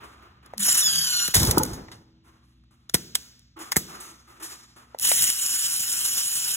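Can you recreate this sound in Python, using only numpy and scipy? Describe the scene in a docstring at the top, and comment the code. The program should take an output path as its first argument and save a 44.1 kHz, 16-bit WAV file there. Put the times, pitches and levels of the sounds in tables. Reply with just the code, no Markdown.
"""A small pneumatic robot in a humming workshop, with parts clattering far off now and then.
At 0.5 s a valve knocks and air drives a groaning, squealing piston; from 1.3 s the frame rattles and
the piston hits its stop, leaving a faint hollow tone. Gears and linkage are clacked over by hand
(2.9-3.8 s). At 5 s the valve knocks again and the air spits, then hisses to the end.
A close pair of microphone ports hears the treble with a short lag between its sides."""
import sys
import numpy as np
from scipy import signal
from scipy.fft import rfft, irfft, next_fast_len
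from scipy.io import wavfile
from scipy.ndimage import uniform_filter1d, map_coordinates

SR = 44100
rng = np.random.default_rng(int(sys.argv[2]) if len(sys.argv) > 2 else 0)


def unload_wav(signal):
    """Save mono or channel-first audio to the path in sys.argv[1] as 16-bit WAV at rate SR, clipped to [-1, 1]."""
    wavfile.write(
        sys.argv[1],
        SR,
        np.round(np.clip(np.atleast_2d(signal).T, -1, 1) * 32767).astype(np.int16),
    )


N = 289296
STROKE_OPEN_S = .58

# Air port spectrum during the stroke. Each row: frequency in Hz, relative level in dB.
PORT_SPECTRUM = [(20, -46.5), (100, -11), (550, -19), (1400, -5.5), (2300, -14.5), (3200, -3.5),
                 (4000, -2.5), (5500, -3.5), (6800, 0), (8300, -8), (10000, -5), (11000, -8.5),
                 (12500, -6.5), (15500, -11.5)]
# Air outlet resonances. Each row: centre in Hz, width in Hz, lift in dB.
OUTLET_RESONANCES = [(2870, 350, 4), (5660, 590, 5.5), (6300, 310, -5), (6900, 420, 6.5), (7400, 350, 5),
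                     (7700, 250, -4.5), (8230, 320, 7.5), (9600, 250, 4.5), (9880, 250, 3),
                     (10648, 220, -4), (11096, 420, 12.5)]
# Bright spectrum of metal contact. Each row: frequency in Hz, relative level in dB.
SNAP_SPECTRUM = [(300, -41.5), (1500, -9), (2600, -10.5), (3500, -1), (5000, 3), (7000, -2), (9000, 3),
                 (11000, 0), (13000, -1), (15500, -7)]


def air(jerks):
    """Air surges until the line fills, then flows steadily: once for the stroke, once to blow off."""
    # Filling and blow-off spectra. Each row: frequency in Hz, relative level in dB.
    surge_spectrum = [(20, -46), (120, -11.5), (280, -18), (500, -23), (1000, -17.5), (1500, -16.5),
                      (2000, -5.5), (2350, -13), (3100, -3.5), (3900, -6), (4500, -6.5), (6000, 0),
                      (8700, 1), (10000, 0), (12500, -3.5), (15500, -3.5)]
    blow_off_spectrum = [(20, -51), (120, -14), (550, -22), (950, -15), (1300, -11), (2300, -14.5),
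                         (3100, -4), (3900, -6.5), (5200, -3), (8500, 0.5), (10000, -3.5), (12500, -6),
                         (15500, -6)]
    # Brief swells of the hiss. Each row: time in seconds, lift in dB.
    spurts = [(.69, 3), (.795, 3), (5.06, 2.5), (5.235, 1.5), (5.54, 2.5), (5.65, 3), (6.06, 3),
              (6.19, 4.5)]
    t = np.arange(N) / SR
    swells = amp(sum(db * np.exp(-((t - s) / .021) ** 2) for s, db in spurts))
    surge = jet(surge_spectrum, patchy_db=2.9, flutter_db=2.0, flutter_hz=140)
    stroke = amp(-26.5) * jet(PORT_SPECTRUM, patchy_db=2.5, flutter_db=1.0, flutter_hz=130)
    stroke += amp(-20.5) * np.exp(-since(.79) / .03) * surge
    stroke *= envelope(STROKE_OPEN_S, end_s=1.268, attack_s=.032, fade_db_per_s=199.5)
    blow_off = amp(-25) * jet(blow_off_spectrum, patchy_db=1.64, flutter_db=1.13, flutter_hz=110)
    blow_off += amp(-20.8) * np.exp(-since(5.3) / .007) * surge
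    blow_off *= envelope(4.99, end_s=N / SR, attack_s=.034)
    return swells * (jerks * stroke + blow_off)


def jet(spectrum, patchy_db, flutter_db, flutter_hz):
    """Outlet turbulence: the whole flutters, and each band flares and fades by itself."""
    bands = signal.stft(noise(spectrum, peaks=OUTLET_RESONANCES), nperseg=256)[2]
    flares = uniform_filter1d(rng.standard_normal(bands.shape[1:]), size=6, axis=0)
    flares = uniform_filter1d(flares, size=11, axis=1)
    patchy = signal.istft(bands * amp(patchy_db * unit(flares)), nperseg=256)[1][:, :N]
    return unit(amp(flutter_db * wobble(flutter_hz)) * patchy)


def piston_jerks(rate_hz=34.09, depth_db=1.5, drift=.015):
    """Gain that pumps as the piston creeps in regular jerks once air is let in."""
    moving = since(STROKE_OPEN_S) > 0
    cycles = np.cumsum(moving * rate_hz * (1 + drift * wobble(13))) / SR
    return unit(amp(-depth_db * np.sin(2 * np.pi * cycles)))


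def seal_squeal(jitter=.012, waver=.007, flutter_db=3, rasp_db=2.7):
    """The sliding seal squeals; harmonics flare as they cross cylinder and outlet resonances."""
    # Quick drop, then small steps. Each row: time in seconds, pitch in Hz.
    glide = [(0.79, 2094), (0.822, 1907), (0.83, 1729), (0.87, 1706), (0.885, 1642), (1.019, 1586),
             (1.049, 1598), (1.068, 1511), (1.15, 1444), (1.194, 1456), (1.218, 1409), (1.27, 1464)]
    # Seal harmonics from the first up. Each entry: level in dB before colouring.
    harmonics_db = [-8, 0, 3.5, -2, -5, -7, -4, -9, -12]
    # Cylinder resonances and dips. Each row: centre in Hz, width in Hz, lift in dB.
    cylinder_peaks = [(1400, 200, 3), (2880, 300, -4), (3420, 220, 2.5), (4400, 300, 3.5), (5120, 300, 3),
                      (6850, 300, 1), (8600, 400, 3)]
    pitch_hz = np.interp(np.arange(N) / SR, *np.transpose(glide)) * (1 + waver * wobble(70))
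    phase = 2 * np.pi * np.cumsum(pitch_hz * (1 + jitter * wobble(700))) / SR
    hz = np.arange(SR // 2)
    outlet_db = colour_db(PORT_SPECTRUM, OUTLET_RESONANCES + cylinder_peaks, hz)
    tone = np.zeros(N)
    for k, db in enumerate(harmonics_db, 1):
        level_db = db + np.interp(k * pitch_hz, hz, outlet_db) + flutter_db * wobble(70)
        tone += amp(level_db) * np.sin(k * phase)
    stroke = envelope(.78, end_s=1.266, attack_s=.025, sag_db_per_s=10.5, fade_db_per_s=600)
    return amp(-25.5) * stroke * unit(amp(rasp_db * wobble(450))) * tone


def cylinder_groan(start_hz=219.48, end_hz=160, glide_s=.2, jitter=.05, rough_db=3):
    """The cylinder groans in rough spells, its pitch gliding down."""
    # Groan spells. Each row: start in seconds, length in seconds, level in dB.
    spells = [(.548, 0.059, -41), (0.828, .18, -47.5)]
    pitch_hz = end_hz + (start_hz - end_hz) * np.exp(-since(spells[0][0]) / glide_s)
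    tone = np.sin(2 * np.pi * np.cumsum(pitch_hz * (1 + jitter * wobble(87))) / SR)
    level = sum(amp(db) * envelope(s, s + length_s, attack_s=.03, fade_db_per_s=133.5)
                for s, length_s, db in spells)
    return level * unit(tone * amp(rough_db * wobble(60)))


def clacks(rise_s=.00028, hold_s=.0011, body_life=1.3, tilt_hz=600, wet_db=-16.5):
    """Parts clack and air spits: each a faint lead-in, a bright snap, a longer body and a room wash."""
    # Gear, link and stop contacts. Each row: start in seconds, snap in dB, body in dB,
    # snap t60 in seconds, snap tilt in dB per octave, strongest ring in Hz.
    contacts = [(.4605, -48.5, -63, 0.01732, -1, 11000), (.535, -53, -46.5, 0.036, -1.5, 6500),
                (1.278, -20.5, -34, 0.022, 1.5, 11000), (1.3401, -23.5, -29.5, .02, 0, 1480),
                (1.3434, -12, -29.5, 0.054, 1.5, 11150), (1.3525, -15, -27.5, .045, 1.5, 6800),
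                (1.365, -15.5, -32.5, .03, -0.5, 7000), (1.401, -22.5, -39, 0.034, 0, 7200),
                (1.4305, -15.5, -41.5, .018, 1, 6700), (1.4499, -22, -42.5, 0.02936, 2.5, 11300),
                (1.472, -25.5, -40.5, 0.047, -0.5, 6900), (1.5103, -10, -36, 0.021, 2.5, 7060),
                (1.581, -13, -43, 0.028, 4.5, 13700), (1.633, -14.5, -44.5, .014, 6.5, 6600),
                (1.651, -29, -50.5, .02, 2, 9000), (1.662, -35, -58, 0.021, 3.5, 11500),
                (1.732, -39, -53, 0.14, 1, 6690), (1.8833, -46, -45.5, .03, -14, 1080),
                (1.9155, -43.5, -54, .14, -6.5, 850), (2.638, -71.5, -71, .02, -4, 1099),
                (2.896, -29.5, -39, 0.012, -3.5, 6802), (2.9427, -8.5, -22, 0.021, 1.5, 8400),
                (2.9485, -18, -30, .025, 0, 12300), (3.1525, -10, -29.5, 0.019, -1.5, 8050),
                (3.3935, -49, -69.5, .006, 0.5, 8600), (3.7192, -15, -24.5, 0.017, 1.5, 6850),
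                (3.725, -25, -34.5, 0.01602, 0, 2004), (3.76, -25.5, -30, 0.027, 3, 1992),
                (3.7662, -8, -21.5, 0.019, 6.5, 7600), (3.774, -14, -44, 0.015, 9, 11700),
                (3.782, -34, -60, 0.14, 9, 7600), (4.946, -49, -45, .02, -9, 710),
                (5.0506, -18.5, -31.5, .014, -3, 3400), (5.116, -18, -27, 0.017, -3.5, 2040)]
    # Air breaking through valve and fittings. Each row: start in seconds, snap in dB.
    air_spits = [(0.5797, -23.5), (4.987, -26.5), (4.997, -23), (5.2221, -15), (5.24, -18), (5.271, -22),
                 (5.301, -13), (5.452, -24)]
    # Metalwork resonances. Each row: centre in Hz, width in Hz, lift in dB.
    metal_peaks = [(1980, 190, 4.5), (2850, 120, 7), (3480, 750, 2.5), (5600, 200, 1), (6600, 500, 3.5),
                   (11300, 480, -2.5)]
    # Body and room wash spectra. Each row: frequency in Hz, relative level in dB.
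    body_spectrum = [(60, -7), (300, -6), (700, 6), (1400, 4.5), (2100, 5), (3000, -15), (6000, -34.5)]
    wash_spectrum = [(60, -16), (300, -9), (800, -9.5), (1500, -3.5), (2600, -6), (3500, 0), (5000, 2),
                     (7000, 1.5), (9000, -0.5), (11000, -4), (15500, -4.5)]
    # Lead-in, main hit, neighbours ringing on. Each row: delay in seconds, gain in dB, t60 factor.
    stages = [(-.004, -20, 1), (0, 0, 1), (0, -22, 5.3)]
    spits = [(s, db, db - 25, .01, 1, 11100) for s, db in air_spits]
    out, t = np.zeros((2, N)), np.arange(SR // 8) / SR
    bright, dull = noise(SNAP_SPECTRUM, peaks=metal_peaks), noise(body_spectrum, peaks=metal_peaks)
    fading_s = np.maximum(t - hold_s, 0)
    for s, snap_db, body_db, t60_s, tilt_db, ring_hz in contacts + spits:
        ring = lambda hz: amp(resonance_db(hz, ring_hz, width_hz=500, lift_db=9.5))
        tilted_ring = lambda hz: ring(hz) * amp(tilt_db * np.log2(1 + hz / tilt_hz))
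        energy = 0
        for delay_s, db, life in stages:
            first = round((s + delay_s) * SR)
            span = slice(first, first + len(t))
            decay_db = 60 * fading_s / (t60_s * life)
            snap = amp(snap_db - decay_db) * unit(filtered(bright[:, span], tilted_ring))
            body = amp(body_db - decay_db / body_life) * filtered(dull[:, span], ring)
            contact = amp(db) * (snap + body) * (1 - np.exp(-t / rise_s))
            add(out, s + delay_s, contact)
            energy += np.sum(contact ** 2)
        wash = tail(wash_spectrum)
        add(out, s, amp(wet_db) * np.sqrt(energy) * wash / np.linalg.norm(wash))
    return out


def knocks():
    """Dull blows on valve, gears, frame and plate excite each part's modes."""
    # Blows on each part. Each row: start in seconds, level in dB.
    valve_blows = [(.536, -25), (.684, -28.5), (1.284, -34), (4.947, -24.5), (5.116, -19.5)]
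    gear_blows = [(1.284, -29.5), (2.9442, -15), (3.7665, -14.5)]
    frame_blows = [(1.363, -15.5), (1.407, -17.5), (1.475, -16.5), (1.718, -29.5)]
    plate_blows = [(1.527, -32), (1.603, -23.5)]
    # Modes of each part. Each row: nominal pitch in Hz, gain in dB, rise in seconds.
    valve_modes = [(750, 0.5, 0.00056), (2040, -22.5, .0009)]
    gear_modes = [(337, 1, 0.0009), (215, -4.5, .002), (95, -12, 0.0035)]
    frame_modes = [(117, 0, 0.0049), (71, -2, 0.0057)]
    plate_modes = [(889.49, 0.5, 0.005), (1050, -9.5, 0.0049), (527, -5, 0.0084)]
    return (thumps(valve_blows, valve_modes) + thumps(gear_blows, gear_modes)
            + thumps(frame_blows, frame_modes) + thumps(plate_blows, plate_modes, start_ratio=.97, fall=0))


def end_stop(waver_rad=.6):
    """The piston hits its stop with a short, unsteady ring; a faint, low, hollow tone lingers."""
    # Blows on the stop. Each row: start in seconds, level in dB.
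    blows = [(1.5728, -10), (1.598, -18.5)]
    # Stop modes. Each row: nominal pitch in Hz, gain in dB, rise in seconds.
    stop_modes = [(85, -17, .006), (193, -8.5, .003), (365, 0.5, .0014), (996, -2, .0014),
                  (1324, -9, .0017)]
    # Tones after each blow. Each row: frequency in Hz, gain in dB, t60 in seconds.
    after_tones = [(180.5, -29, 0.76), (251, -27.5, .6), (325, -45.5, 2.9), (380, -28.5, .35),
                   (451, -25, .35), (490, -24.5, .25), (890, -23, 0.13), (1105, -21, .2), (1448, -27, .25)]
    out = thumps(blows, stop_modes)
    for hz, tone_db, t60_s in after_tones:
        level = sum(amp(db + tone_db + rng.normal(0, 2) - 60 * since(s) / t60_s) * (since(s) > 0)
                    for s, db in blows)
        out += level * np.sin(2 * np.pi * hz * since(blows[0][0]) + waver_rad * wobble(40))
    return out


def thumps(blows, modes, start_ratio=1.2, fall=.11):
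    """High bending waves run faster, so each blow is a falling chirp; fall=0 holds the pitch."""
    out, t = np.zeros(N), np.arange(SR // 8) / SR
    for hz, mode_db, rise_s in modes:
        age = t / rise_s
        phase = 2 * np.pi * np.cumsum(hz * start_ratio / (1 + fall * age)) / SR
        pulse = (age / 2) ** 2 * np.exp(2 - age) * np.sin(phase)
        for s, db in blows:
            add(out, s, amp(db + mode_db) * pulse)
    return out


def frame_shake(grain_db=1.5, lumpy_db=2.5):
    """The frame shudders after each jolt and its loose parts chatter."""
    # Jolts. Each row: start in seconds, length in seconds, rumble in dB, rattle in dB.
    jolts = [(1.34, 0.17, -25.5, -19), (1.558, 0.022, -31, -38.5), (1.673, 0.041, -37.5, -43.5)]
    # Frame rumble spectrum. Each row: frequency in Hz, relative level in dB.
    rumble_spectrum = [(20, -24), (48, -5), (115, -2), (170, -4), (380, -10.5), (600, -16), (900, -14.5),
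                       (1250, -19), (2000, -25.5), (4000, -45)]
    rumble_level, rattle_level = np.zeros((2, N))
    for s, length_s, rumble_db, rattle_db in jolts:
        shudder = envelope(s, s + length_s, attack_s=.018, sag_db_per_s=12.5, fade_db_per_s=60.5)
        chatter = envelope(s, s + length_s, attack_s=.003, sag_db_per_s=64, fade_db_per_s=298)
        rumble_level = np.hypot(rumble_level, amp(rumble_db) * shudder)
        rattle_level = np.hypot(rattle_level, amp(rattle_db) * chatter)
    rumble = unit(amp(lumpy_db * wobble(45)) * noise(rumble_spectrum))
    rattle = unit(amp(grain_db * wobble(200)) * noise(SNAP_SPECTRUM))
    return rumble_level * rumble + rattle_level * rattle


def frame_echoes(x, echo_db=-9, t60_s=.07):
    """Quick reflections among the metal plates ripple the treble with fine peaks."""
    t = np.arange(SR // 16) / SR
    response = noise([(200, -24), (1500, 8.5), (4000, -2), (16000, -3.5)], size=len(t))
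    echoes = convolved(x, response * amp(-60 * t / t60_s))
    return (x + amp(echo_db) * echoes) / np.hypot(1, amp(echo_db))


def far_clatter(detune=.06, rough_db=1.5):
    """Distant parts swell unevenly into the room, each at its own pitches; a hollow one is set down."""
    # Parts handled. Each row: start in seconds, bright level in dB, dull level in dB, swell in seconds.
    parts = [(0, -67, -42.5, 0.014), (.03, -54, -53.5, 0.01), (.22, -85, -50, 0.0033),
             (.425, -71, -49.5, 0.0067), (2.235, -60, -54, 0.03), (2.43, -66.5, -74, .03),
             (2.708, -68, -65, .001), (3.564, -66, -45.5, 0.004), (3.587, -41.5, -43, .005),
             (3.875, -39.5, -37, 0.026), (4.0, -39.5, -49.5, 0.0026), (4.27, -52, -47.5, 0.02),
             (4.397, -45, -43, 0.00411), (4.423, -33, -49.5, 0.0047), (4.759, -55, -49.5, 0.0051)]
    # Their two spectra. Each row: frequency in Hz, relative level in dB.
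    bright_spectrum = [(60, -57.5), (500, -21.5), (1800, -2), (2700, -5.5), (4300, -1.5), (6000, 0.5),
                       (8500, 2.5), (10800, 2), (13600, -4), (15500, -7)]
    dull_spectrum = [(20, -44.5), (80, -26.5), (200, -8), (330, 2), (550, -5.5), (900, 0), (1200, 4),
                     (1800, -4), (3000, -9), (7000, -24.5)]
    # Their resonances. Each row: mean centre in Hz, width in Hz, lift in dB.
    part_peaks = [(330, 40, 4), (1250.4, 110, 5), (3670, 250, 3), (5470, 200, 4), (6601, 180, 6.8),
                  (7850, 160, 6), (9180, 300, 7), (9980, 180, 5.7), (13700, 130, 7.8)]
    # Knocks of the hollow part. Each row: start in seconds, level in dB.
    hollow_blows = [(3.56, -41.5), (3.598, -38), (4.105, -49.5), (4.415, -42)]
    # Its modes. Each row: pitch in Hz, gain in dB, rise in seconds.
    hollow_modes = [(327, -2.5, 0.0083), (864, -8, 0.0066), (1270, -9, .003)]
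    out, t = np.zeros((2, N)), np.arange(SR) / SR
    for s, bright_db, dull_db, swell_s in parts:
        peaks = [(hz * (1 + detune * rng.standard_normal()), width, db) for hz, width, db in part_peaks]
        wash = amp(bright_db) * tail(bright_spectrum, peaks) + amp(dull_db) * tail(dull_spectrum, peaks)
        add(out, s, wash * (1 - np.exp(-t / swell_s)))
    return out * amp(rough_db * wobble(45)) + thumps(hollow_blows, hollow_modes, start_ratio=1, fall=0)


def room(x, wet_db=-16):
    """The workshop answers close sounds with a long, weak tail."""
    response = tail([(20, -27), (60, -.5), (250, 3.5), (800, -1.5),
                     (3000, 3), (6000, 2), (10000, -4.5), (15000, -3)])
    return amp(wet_db) * convolved(x[:1], response)


def tail(spectrum, peaks=()):
    """One second of room sound; each frequency dies at its own rate."""
    # Room decay. Each row: frequency in Hz, t60 in seconds.
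    decay_times = [(100, 0.91), (400, 0.74), (1500, 0.81), (3000, 0.8), (5000, 0.89), (9000, 0.46),
                   (15000, 0.51)]
    hz, t, bands = signal.stft(noise(spectrum, size=SR, peaks=peaks), SR, nperseg=256)
    decay = amp(-60 * t / along(decay_times, hz)[:, None])
    return signal.istft(bands * decay, SR, nperseg=256)[1][:, :SR]


def workshop(rumble_db=-59, sag_db_per_s=1.13):
    """Low background rumble, louder at first and slowly fading, and slightly unsteady mains hum."""
    # Mains hum. Each row: frequency in Hz, level in dB.
    hum_tones = [(61, -69.5), (121, -67.5), (240, -71.5)]
    # Background rumble spectrum. Each row: frequency in Hz, relative level in dB.
    background_spectrum = [(20, -32), (40, -13.5), (60, 6), (90, -2), (125, -5), (170, -4.5), (240, -7.5),
                           (330, -19), (480, -30), (900, -34.5), (2000, -30), (4000, -25), (7000, -41.5),
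                           (10000, -60), (16000, -72.5)]
    t = np.arange(N) / SR
    hum = sum(amp(db) * unit(np.sin(2 * np.pi * hz * t + .5 * wobble(7.2))) for hz, db in hum_tones)
    return hum + amp(rumble_db - sag_db_per_s * t) * noise(background_spectrum)


def noise(spectrum, size=N, peaks=()):
    """Coloured stereo noise of rms 1, partly shared by both sides."""
    # Stereo likeness. Each row: frequency in Hz, left-right correlation.
    likeness = [(100, 0.9857), (280, 0.94), (650, 0.18), (2400, 0.21), (4500, 1), (15000, 1)]

    def response(hz):
        angle = np.arccos(np.clip(along(likeness, hz), -1, 1)) / 2
        return amp(colour_db(spectrum, peaks, hz)) * [np.cos(angle), np.sin(angle)]

    mid, side = filtered(rng.standard_normal((2, size)), response)
    return unit(np.array([mid + side, mid - side]))


def colour_db(spectrum, peaks, hz):
    """A broad spectrum with resonances and dips."""
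    return along(spectrum, hz) + sum(resonance_db(hz, *peak) for peak in peaks)


def resonance_db(hz, centre_hz, width_hz, lift_db):
    """One bell-shaped peak."""
    return lift_db / (1 + (2 * (hz - centre_hz) / width_hz) ** 2)


def along(points, hz):
    """(Hz, value) points read on a log axis."""
    knots_hz, values = np.transpose(points)
    return np.interp(np.log(hz + 1), np.log(knots_hz + 1), values)


def filtered(x, response):
    """x through a complex frequency response."""
    size = next_fast_len(x.shape[-1] + SR // 4)
    return irfft(rfft(x, size) * response(np.fft.rfftfreq(size, 1 / SR)), size)[..., :x.shape[-1]]


def convolved(x, response):
    """x through a stereo impulse response scaled to unit energy on the left."""
    return signal.fftconvolve(x, response / np.linalg.norm(response[0]), axes=1)[:, :N]


def envelope(start_s, end_s, attack_s, sag_db_per_s=0, fade_db_per_s=0):
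    """Soft attack, sagging hold, fade after the end."""
    t = since(start_s)
    return (1 - np.exp(-(t / attack_s) ** 2)) * amp(-sag_db_per_s * t - fade_db_per_s * since(end_s))


def since(s):
    """Seconds since time s, zero before it."""
    return np.maximum(np.arange(N) / SR - s, 0)


def wobble(rate_hz):
    """Smooth random curve, rate_hz knots a second."""
    knots = rng.standard_normal(int(N * rate_hz / SR) + 4)
    return map_coordinates(knots, [np.arange(N) * rate_hz / SR])


def add(track, s, sound):
    """Mix a sound into the track at time s."""
    part = track[..., max(round(s * SR), 0):][..., :sound.shape[-1]]
    part += sound[..., :part.shape[-1]]


def amp(db):
    """Decibels to gain."""
    return 10 ** (np.asarray(db) / 20)


def unit(x):
    """x at rms 1."""
    return x / np.sqrt(np.mean(x ** 2) + 1e-20)


def scene():
    """The robot close by, the room around it."""
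    jerks = piston_jerks()
    hiss = air(jerks)
    blows = knocks() + end_stop()
    robot = frame_echoes(hiss) + jerks * seal_squeal() + cylinder_groan() + frame_shake() + blows
    return robot + clacks() + room(robot) + far_clatter() + workshop()


def record(dry, low_cut_hz=36, top_hz=15700):
    """Two microphone ports differ in phase; deep bass is cut and the top falls away steeply."""
    # Lead of the left port. Each row: frequency in Hz, phase in radians.
    lead = [(0, 0), (450, -.3), (1000, -1.9), (1380, -6.3), (2000, -5.2), (3000, -5), (4650, -3.14),
            (7000, 0), (9000, 3.14), (13200, 9.42), (17000, 15)]

    def response(hz):
        lead_rad = np.interp(hz, *np.transpose(lead))
        band = 1 / np.sqrt((1 + (hz / top_hz) ** 240) * (1 + (low_cut_hz / (hz + 1)) ** 8))
        return np.exp(.5j * np.outer([1, -1], lead_rad)) * band

    return filtered(dry, response)


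dry = scene()
out = record(dry)
unload_wav(out)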